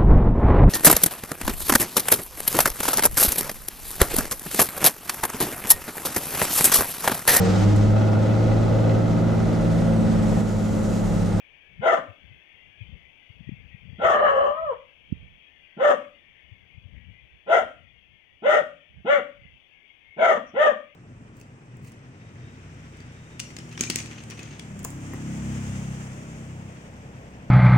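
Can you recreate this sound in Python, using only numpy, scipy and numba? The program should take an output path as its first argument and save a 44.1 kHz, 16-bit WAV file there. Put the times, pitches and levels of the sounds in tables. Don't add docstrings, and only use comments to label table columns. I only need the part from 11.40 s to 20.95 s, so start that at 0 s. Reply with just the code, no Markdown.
import sys
import numpy as np
from scipy import signal
from scipy.fft import rfft, irfft, next_fast_len
from scipy.io import wavfile
from scipy.ndimage import uniform_filter1d, minimum_filter1d
from numba import njit

SR = 44100
rng = np.random.default_rng(int(sys.argv[2]) if len(sys.argv) > 2 else 0)


def bounce(signal):
    frames = np.transpose(np.atleast_2d(signal))
    limited = np.clip(frames, -1, 1)
    pcm = np.round(limited * 32767).astype(np.int16)
    wavfile.write(sys.argv[1], SR, pcm)


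N = 421155

# (start [s], rise [s], fall [s], crest pitch [Hz], roughness [0-1], period doubling [0-1],
# throat [dB], mouth [dB], rasp [dB], sizzle [dB], chest [dB], lower mouth formant [Hz],
# upper formant [Hz], upper formant gain [dB], fall of both as the mouth closes [share])
BARKS = [(0.404, .088, .115, 648.3, .8, .05, -17, -19, -36.5, -50.5, -52.5, 1290, 1846, -6, 0.33),
         (2.582, 0.1, .1, 658.7, .8, 0.44, -17, -16, -35, -48.5, -50, 1230, 1838, -9, 0.28),
         (4.365, .103, .105, 598.3, 0.47, 0.1, -15.5, -20.5, -38.5, -52, -48.5, 1285, 1760, -6, .2),
         (6.06, 0.085, .097, 677, 0.64, 0, -15.5, -19.5, -36, -50, -57.5, 1400, 1970, -7, .03),
         (7.018, .102, .117, 622.6, 0.35, .08, -12.5, -18, -33.5, -48.5, -51, 1376, 1933, -5, 0.054),
         (7.644, .081, 0.09, 583.3, .2, 0.28, -14.5, -19, -33.5, -53.5, -46.5, 1377, 1980, -3.5, 0.044),
         (8.763, .1, .128, 682.9, .66, .25, -14, -17, -34.5, -48, -50.5, 1338, 1977, -4.5, 0.33),
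         (9.134, .091, .118, 614.5, .28, 0.24, -13, -18, -34.5, -53, -50, 1280, 1784, -0.5, 0.25)]
# (time [s], pitch [Hz], throat [dB], mouth [dB])
HOWL = [(2.72, 617, -25.5, -28), (2.74, 591.6, -22.5, -22.5), (2.798, 571.7, -21, -26),
        (2.826, 598.3, -16.5, -23.5), (2.906, 550.6, -28.5, -21), (2.916, 546.9, -21, -28.5),
        (3.052, 559.4, -22.5, -27.5), (3.112, 586.7, -25, -31.5), (3.138, 607.5, -43.5, -37.5),
        (3.176, 635.4, -31, -31.5), (3.208, 650, -34.5, -43.5), (3.238, 651.3, -28, -33.5),
        (3.304, 525, -25.5, -33), (3.34, 409.3, -31, -31)]
# (time [s], roughness [0-1])
HOWL_ROUGHNESS = [(2.72, .62), (2.87, .57), (3.1, .38), (3.19, .04), (3.28, .06), (3.34, 0.3)]
# (frequency [Hz], gain [dB])
THROAT_SPECTRUM = [(200, -36), (320, -17.5), (410, -7), (540, 3.5), (650, 0.5), (790, 1), (900, -9),
                   (1050, -6), (1400, -46.5), (3000, -80.5)]
RASP_SPECTRUM = [(2100, -17.5), (2400, 7), (2900, 9.5), (3450, 7.5), (3850, -3), (4120, -37), (4500, -60.5)]
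HOWL_RASP_SPECTRUM = [(2000, -16.5), (2600, 4), (3000, 14), (3400, -3), (4100, -31.5), (4700, -11),
                      (5900, -22), (6400, -12), (6900, -24), (8700, -21.5), (9500, -34), (15000, -38.5)]
SIZZLE_SPECTRUM = [(4100, -50), (4550, -29.5), (4900, -9.5), (5600, -11.5), (6400, -6.5), (7400, -16),
                   (9300, -22.5), (10500, -32.5), (12000, -33), (15000, -40.5)]
# (frequency [Hz], reverberation time [s])
REVERB_TIMES = [(150, 0.61), (600, 0.23), (1500, 0.33), (3000, .38), (7000, 0.04), (14000, 0.45)]
# (frequency [Hz], left minus right [dB])
BALANCE = [(200, -0.5), (380, -0.5), (580, 3), (1300, 3.5), (2400, 13), (4400, 5.5), (8000, 16),
           (15000, 5.5)]
# (time [s], level before bass cut [dB], pitch [Hz], half length [s], side [0 left, 1 right])
BUMPS = [(0.4, -27.5, 144, 0.0063, 0), (0.701, -36.5, 100, 0.017, 0), (.915, -39, 112, 0.0086, 0),
         (1.42, -28, 104.3, 0.01, 0), (1.906, -34.5, 94, 0.0062, 0), (2.01, -30, 145, 0.0036, 0),
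         (2.078, -28, 126.7, 0.0055, 0), (2.093, -19.5, 174, 0.0018, 0), (2.123, -26, 168.2, 0.0052, 0),
         (2.139, -32.5, 133, 0.0089, 0), (2.349, -29.5, 115, 0.0042, 0), (2.533, -26.5, 101.4, 0.0028, 0),
         (3.727, -10.5, 162.8, 0.0025, 1), (5.126, -36.5, 104, 0.011, 0), (5.383, -30, 78.7, 0.005, 0),
         (5.46, -28.5, 72.2, 0.0053, 0)]
# (middle [s], half length [s], level [dB], side [0 left, 1 right])
STROKES = [(.39, 0.068, -49.5, 0), (.92, .08, -50, 0), (1.48, 0.18, -51, 0), (2.11, 0.092, -39.5, 0),
           (2.75, 0.44, -46.5, 0), (3.792, 0.1, -39.5, 1), (5.47, 0.32, -51, 0), (5.9, 0.1, -61.5, 1),
           (6.4, 0.19, -58.5, 0), (7.58, 0.056, -52, 1), (8.05, 0.078, -51.5, 1)]
# (frequency [Hz], gain [dB])
RUB_SPECTRUM = [(15, -40), (25, -15.5), (64, 1.5), (112, -4), (191, -9.5), (348, -32), (454, -29),
                (600, -32.5), (780, -64), (1320, -120)]
# (frequency [Hz], left gain [dB], right gain [dB])
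HISS_SPECTRUM = [(30, -8, -13), (202, -15, -16), (650, -14.5, -16.5), (1500, -24.5, -25),
                 (1524, -15.5, -26.5), (2194, 1, -27.5), (3140, -5, -34), (3360, -4, -31),
                 (3910, -32.5, -51.5), (4610, -32.5, -46.5), (4430, -15.5, -45), (4850, -38, -48),
                 (6200, -33, -51), (7500, -52, -48.5), (15000, -45, -46.5)]
# (time [s], gain [dB])
HISS_DRIFT = [(1.8, 1), (5.3, -1), (6.8, -3), (8.4, -1.6)]

# (start [dB], end [dB], rise power, fall power); higher powers hold longer
THROAT_FADE, MOUTH_FADE = (-36, -26, 3.5, 2), (-39.5, -24, 2, 1.63)
RASP_FADE, SIZZLE_FADE = (-35, -21, 3, 1.65), (-50, -24, 2, 2.37)


def puppy():
    voice = second_tone()
    for row in BARKS:
        add(voice, row[0], bark(row))
    add(voice, HOWL[0][0], howl())
    return voice


def bark(row, start_sag=.3, end_sag=.27, growl_sag=.3, rough_growth=0.33,
         chest_hz=279, chest_sink_hz=101, chest_slack_db=14):
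    _, rise_s, fall_s, crest_hz, rough, doubling = row[:6]
    throat_db, mouth_db, rasp_db, sizzle_db, chest_db, lower_hz, upper_hz, upper_db, closing = row[6:]
    t = np.arange(-rise_s, fall_s, 1 / SR)
    rising = t < 0
    slack = np.where(rising, -t / rise_s, t / fall_s)
    along = np.linspace(-.5, .5, len(t))
    sag = np.where(rising, start_sag, end_sag) * slack ** 2.1
    growl = growl_sag * slack ** 6
    source = larynx(crest_hz * (1 - sag - growl), rough + rough_growth * along, doubling)
    jaw = 1 - closing * along
    rings = tract(source, lower_hz * jaw, upper_hz * jaw, upper_db, chest_hz - chest_sink_hz * slack ** 2)
    parts = (*rings, colour(source, RASP_SPECTRUM), colour(source, SIZZLE_SPECTRUM))
    fade = lambda start, end, rise, fall: np.where(rising, start * slack ** rise, end * slack ** fall)
    levels = (throat_db + fade(*THROAT_FADE), mouth_db + fade(*MOUTH_FADE),
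              chest_db + chest_slack_db * slack ** 2,
              rasp_db + fade(*RASP_FADE), sizzle_db + fade(*SIZZLE_FADE))
    return gate(t, open_s=0.0065, close_s=.02) * blend(parts, levels)


def howl(lower_hz=1140, upper_hz=1610, closing=0.088, throat_db=1, mouth_db=2, rasp_db=-18,
         chest_db=-31, pure_db=-12, pure_below=.3):
    t = np.arange(HOWL[0][0], HOWL[-1][0], 1 / SR)
    hz, throat, mouth = curves(HOWL, t)
    rough, = curves(HOWL_ROUGHNESS, t)
    source = larynx(hz, rough, doubling=.06)
    jaw = 1 - closing * np.linspace(-.5, .5, len(t))
    upper_db = np.linspace(-4, -16, len(t))
    rings = tract(source, lower_hz * jaw, upper_hz * jaw, upper_db, chest_hz=215)
    parts = (*rings, colour(source, HOWL_RASP_SPECTRUM))
    whine = pure_db * np.clip(1 - rough / pure_below, 0, 1)
    levels = (throat + throat_db, mouth + mouth_db, throat + chest_db + whine, mouth + rasp_db + whine)
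    return gate(t, open_s=0.015, close_s=0.03) * blend(parts, levels)


def larynx(hz, rough, doubling, jitter=.075, shimmer=0.31, air=1.73, slope=0.95):
    n, rough = len(hz), np.clip(rough, 0, 1)
    phase = 2 * np.pi * np.cumsum(hz * (1 + jitter * rough * wander(n, 330))) / SR
    harmonics = sum(np.cos(k * phase) / k ** slope for k in range(1, 20))
    half_orders = sum(np.cos((k + .5) * phase) / k ** slope for k in range(1, 20))
    pulses = harmonics + doubling * np.minimum(11.0 * rough, 1) * half_orders
    rush = rng.standard_normal(n) * (1 + 1.1 * np.cos(phase))
    amplitude = np.exp(shimmer * rough * wander(n, 220))
    return amplitude * (pulses + 3 * air * rough ** 1.3 * rush)


def tract(source, lower_hz, upper_hz, upper_db, chest_hz):
    lower = resonate(source, lower_hz, width_hz=240)
    upper = undb(upper_db) * resonate(source, upper_hz, width_hz=250)
    return colour(source, THROAT_SPECTRUM), lower + upper, resonate(source, chest_hz, width_hz=110)


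def blend(parts, levels_db, flutter_db=1.57, flutter_per_s=70):
    flutter = undb(flutter_db * wander(len(parts[0]), flutter_per_s))
    return flutter * sum(undb(db) * steady(part) for part, db in zip(parts, levels_db))


def second_tone(start_s=2.97, length_s=0.32, hz=1025, db=-39, waver=.012):
    t = np.arange(0, length_s, 1 / SR)
    phase = 2 * np.pi * np.cumsum(hz * (1 + waver * wander(len(t), 120))) / SR
    out = np.zeros(N)
    add(out, start_s, undb(db) * gate(t, open_s=0.041, close_s=0.1) * np.sin(phase))
    return out


def squeak(start_s=9.05, length_s=0.07, db=-65):
    n = int(length_s * SR)
    band = unit(resonate(rng.standard_normal(n), hz=5750, width_hz=600))
    out = np.zeros(N)
    add(out, start_s, undb(db) * np.hanning(n) * band)
    return out


def room(x, direct_db=-5, wet_db=-5.0, early_db=-4.0, early_s=0.0051, lag_s=.00025, apart_hz=750):
    t = np.arange(SR // 2) / SR
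    bins = np.fft.rfftfreq(len(t), 1 / SR)
    octaves = np.geomspace(100, 12800, 8)
    tail = 0
    for hz, band in zip(octaves, np.eye(len(octaves))):
        weight = np.sqrt(across(list(zip(octaves, band)), bins))
        apart = min(hz / apart_hz, 1)
        separate = apart * rng.standard_normal((2, len(t)))
        common = np.sqrt(1 - apart ** 2) * rng.standard_normal(len(t))
        decay = np.exp(-np.log(1000) * t / across(REVERB_TIMES, hz))
        tail = tail + irfft(rfft(separate + common) * weight, len(t)) * decay
    tail = tail * np.clip(t / 0.0014 - 1, 0, 1)
    early = tail * np.exp(-t / early_s)
    response = (undb(wet_db) * unit(tail) + undb(early_db) * unit(early)) / np.sqrt(len(t))
    response[1, 0] += undb(direct_db)
    response[0, int(lag_s * SR)] += undb(direct_db)
    heard = signal.fftconvolve(x[None], even(response), axes=1)[:, :N]
    return np.array([colour(channel, [(hz, side * db / 2) for hz, db in BALANCE])
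                     for channel, side in zip(heard, (1, -1))])


def hand_bumps():
    bumps = np.zeros((2, N))
    t = np.arange(-SR // 20, SR // 20) / SR
    for s, db, hz, half_s, side in BUMPS:
        pulse = np.exp(-(t / half_s) ** 2) * np.cos(2 * np.pi * hz * t)
        add(bumps[side], s + t[0], undb(db) * pulse)
    return colour(bumps, [(25, -23.5), (90, 1.0)])


def hand_rubbing(grip_db=-75, far_side_db=-22, patchy_db=6.0):
    t = np.arange(N) / SR
    strokes = np.zeros((2, N))
    for s, half_s, db, side in STROKES:
        strokes[side] += undb(db) * np.exp(-((t - s) / half_s) ** 2)
    rub = undb(grip_db) + strokes + undb(far_side_db) * strokes[::-1]
    for channel in rub:
        friction = unit(colour(rng.standard_normal(N), RUB_SPECTRUM))
        channel *= friction * undb(patchy_db * wander(N, 20))
    return rub


def hiss(left_db=-52.0, flicker_db=3.0, edge_flicker_db=3, edge_hz=1850, edge_width_hz=300):
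    hz, *sides = np.transpose(HISS_SPECTRUM)
    white = rng.standard_normal((2, N))
    edges_hz = np.linspace(1500, 4800, 28)
    size = next_fast_len(N)
    spectrum, bins = rfft(white[0], size), np.fft.rfftfreq(size, 1 / SR)
    for lo, hi in zip(edges_hz, edges_hz[1:]):
        strip = irfft(spectrum * ((bins >= lo) & (bins < hi)), size)[:N]
        depth_db = flicker_db + edge_flicker_db * np.exp(-((lo - edge_hz) / edge_width_hz) ** 2)
        white[0] += strip * (unit(undb(depth_db * wander(N, 12))) - 1)
    noise = np.array([colour(channel, list(zip(hz, side))) for channel, side in zip(white, sides)])
    drift_db, = curves(HISS_DRIFT, np.arange(N) / SR)
    return noise / np.std(noise[0]) * undb(left_db + drift_db)


def resonate(x, hz, width_hz):
    centre = hz + np.zeros(len(x))
    return bandpass(bandpass(x, centre, float(width_hz)), centre, float(width_hz))


@njit
def bandpass(x, hz, width_hz):
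    y, band, low = np.empty(len(x)), 0., 0.
    for i in range(len(x)):
        tuning, damping = np.tan(np.pi * hz[i] / SR), width_hz / hz[i]
        velocity = (band + tuning * (x[i] - low)) / (1 + tuning * (tuning + damping))
        band, low = 2 * velocity - band, low + 2 * tuning * velocity
        y[i] = damping * velocity
    return y


def colour(x, points):
    n = x.shape[-1]
    size = next_fast_len(n)
    gain = undb(across(points, np.fft.rfftfreq(size, 1 / SR)))
    return irfft(rfft(x, size) * gain, size)[..., :n]


def even(response, width_bins=100):
    n = response.shape[-1]
    spectrum = rfft(response, 2 * n)
    smooth_power = uniform_filter1d(np.abs(spectrum) ** 2, width_bins)
    cepstrum = irfft(np.log(smooth_power))[:, :n]
    cepstrum[:, 0] /= 2
    return irfft(spectrum / np.exp(rfft(cepstrum, 2 * n)))[:, :n]


def gate(t, open_s, close_s):
    return np.clip(np.minimum((t - t[0]) / open_s, (t[-1] - t) / close_s), 0, 1)


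def wander(n, rate):
    steps = np.arange(n) * rate / SR
    return 1.2 * np.interp(steps, np.arange(4096), rng.standard_normal(4096))


def steady(x, size=1300):
    return x / np.sqrt(uniform_filter1d(uniform_filter1d(x ** 2, size), size) + 1e-12)


def unit(x):
    return x / np.sqrt(np.mean(x ** 2))


def undb(db):
    return 10 ** (np.asarray(db) / 20)


def curves(table, t):
    s, *columns = np.transpose(table)
    return [np.interp(t, s, c) for c in columns]


def across(points, hz):
    f, v = np.transpose(points)
    return np.interp(np.log(hz + 1), np.log(f), v)


def add(out, start_s, x):
    i = int(start_s * SR)
    out[i:i + len(x)] += x[:len(out) - i]


def scene():
    return room(puppy() + squeak()) + hand_bumps() + hand_rubbing() + hiss()


def record(dry, ceiling=.8, smooth_samples=220, top_hz=15750):
    needed = ceiling / np.maximum(np.abs(dry).max(axis=0), ceiling)
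    gain = uniform_filter1d(minimum_filter1d(needed, 2 * smooth_samples), smooth_samples)
    return signal.sosfilt(signal.ellip(10, .1, 80, top_hz, fs=SR, output="sos"), dry * gain)


dry = scene()
out = record(dry)
bounce(out)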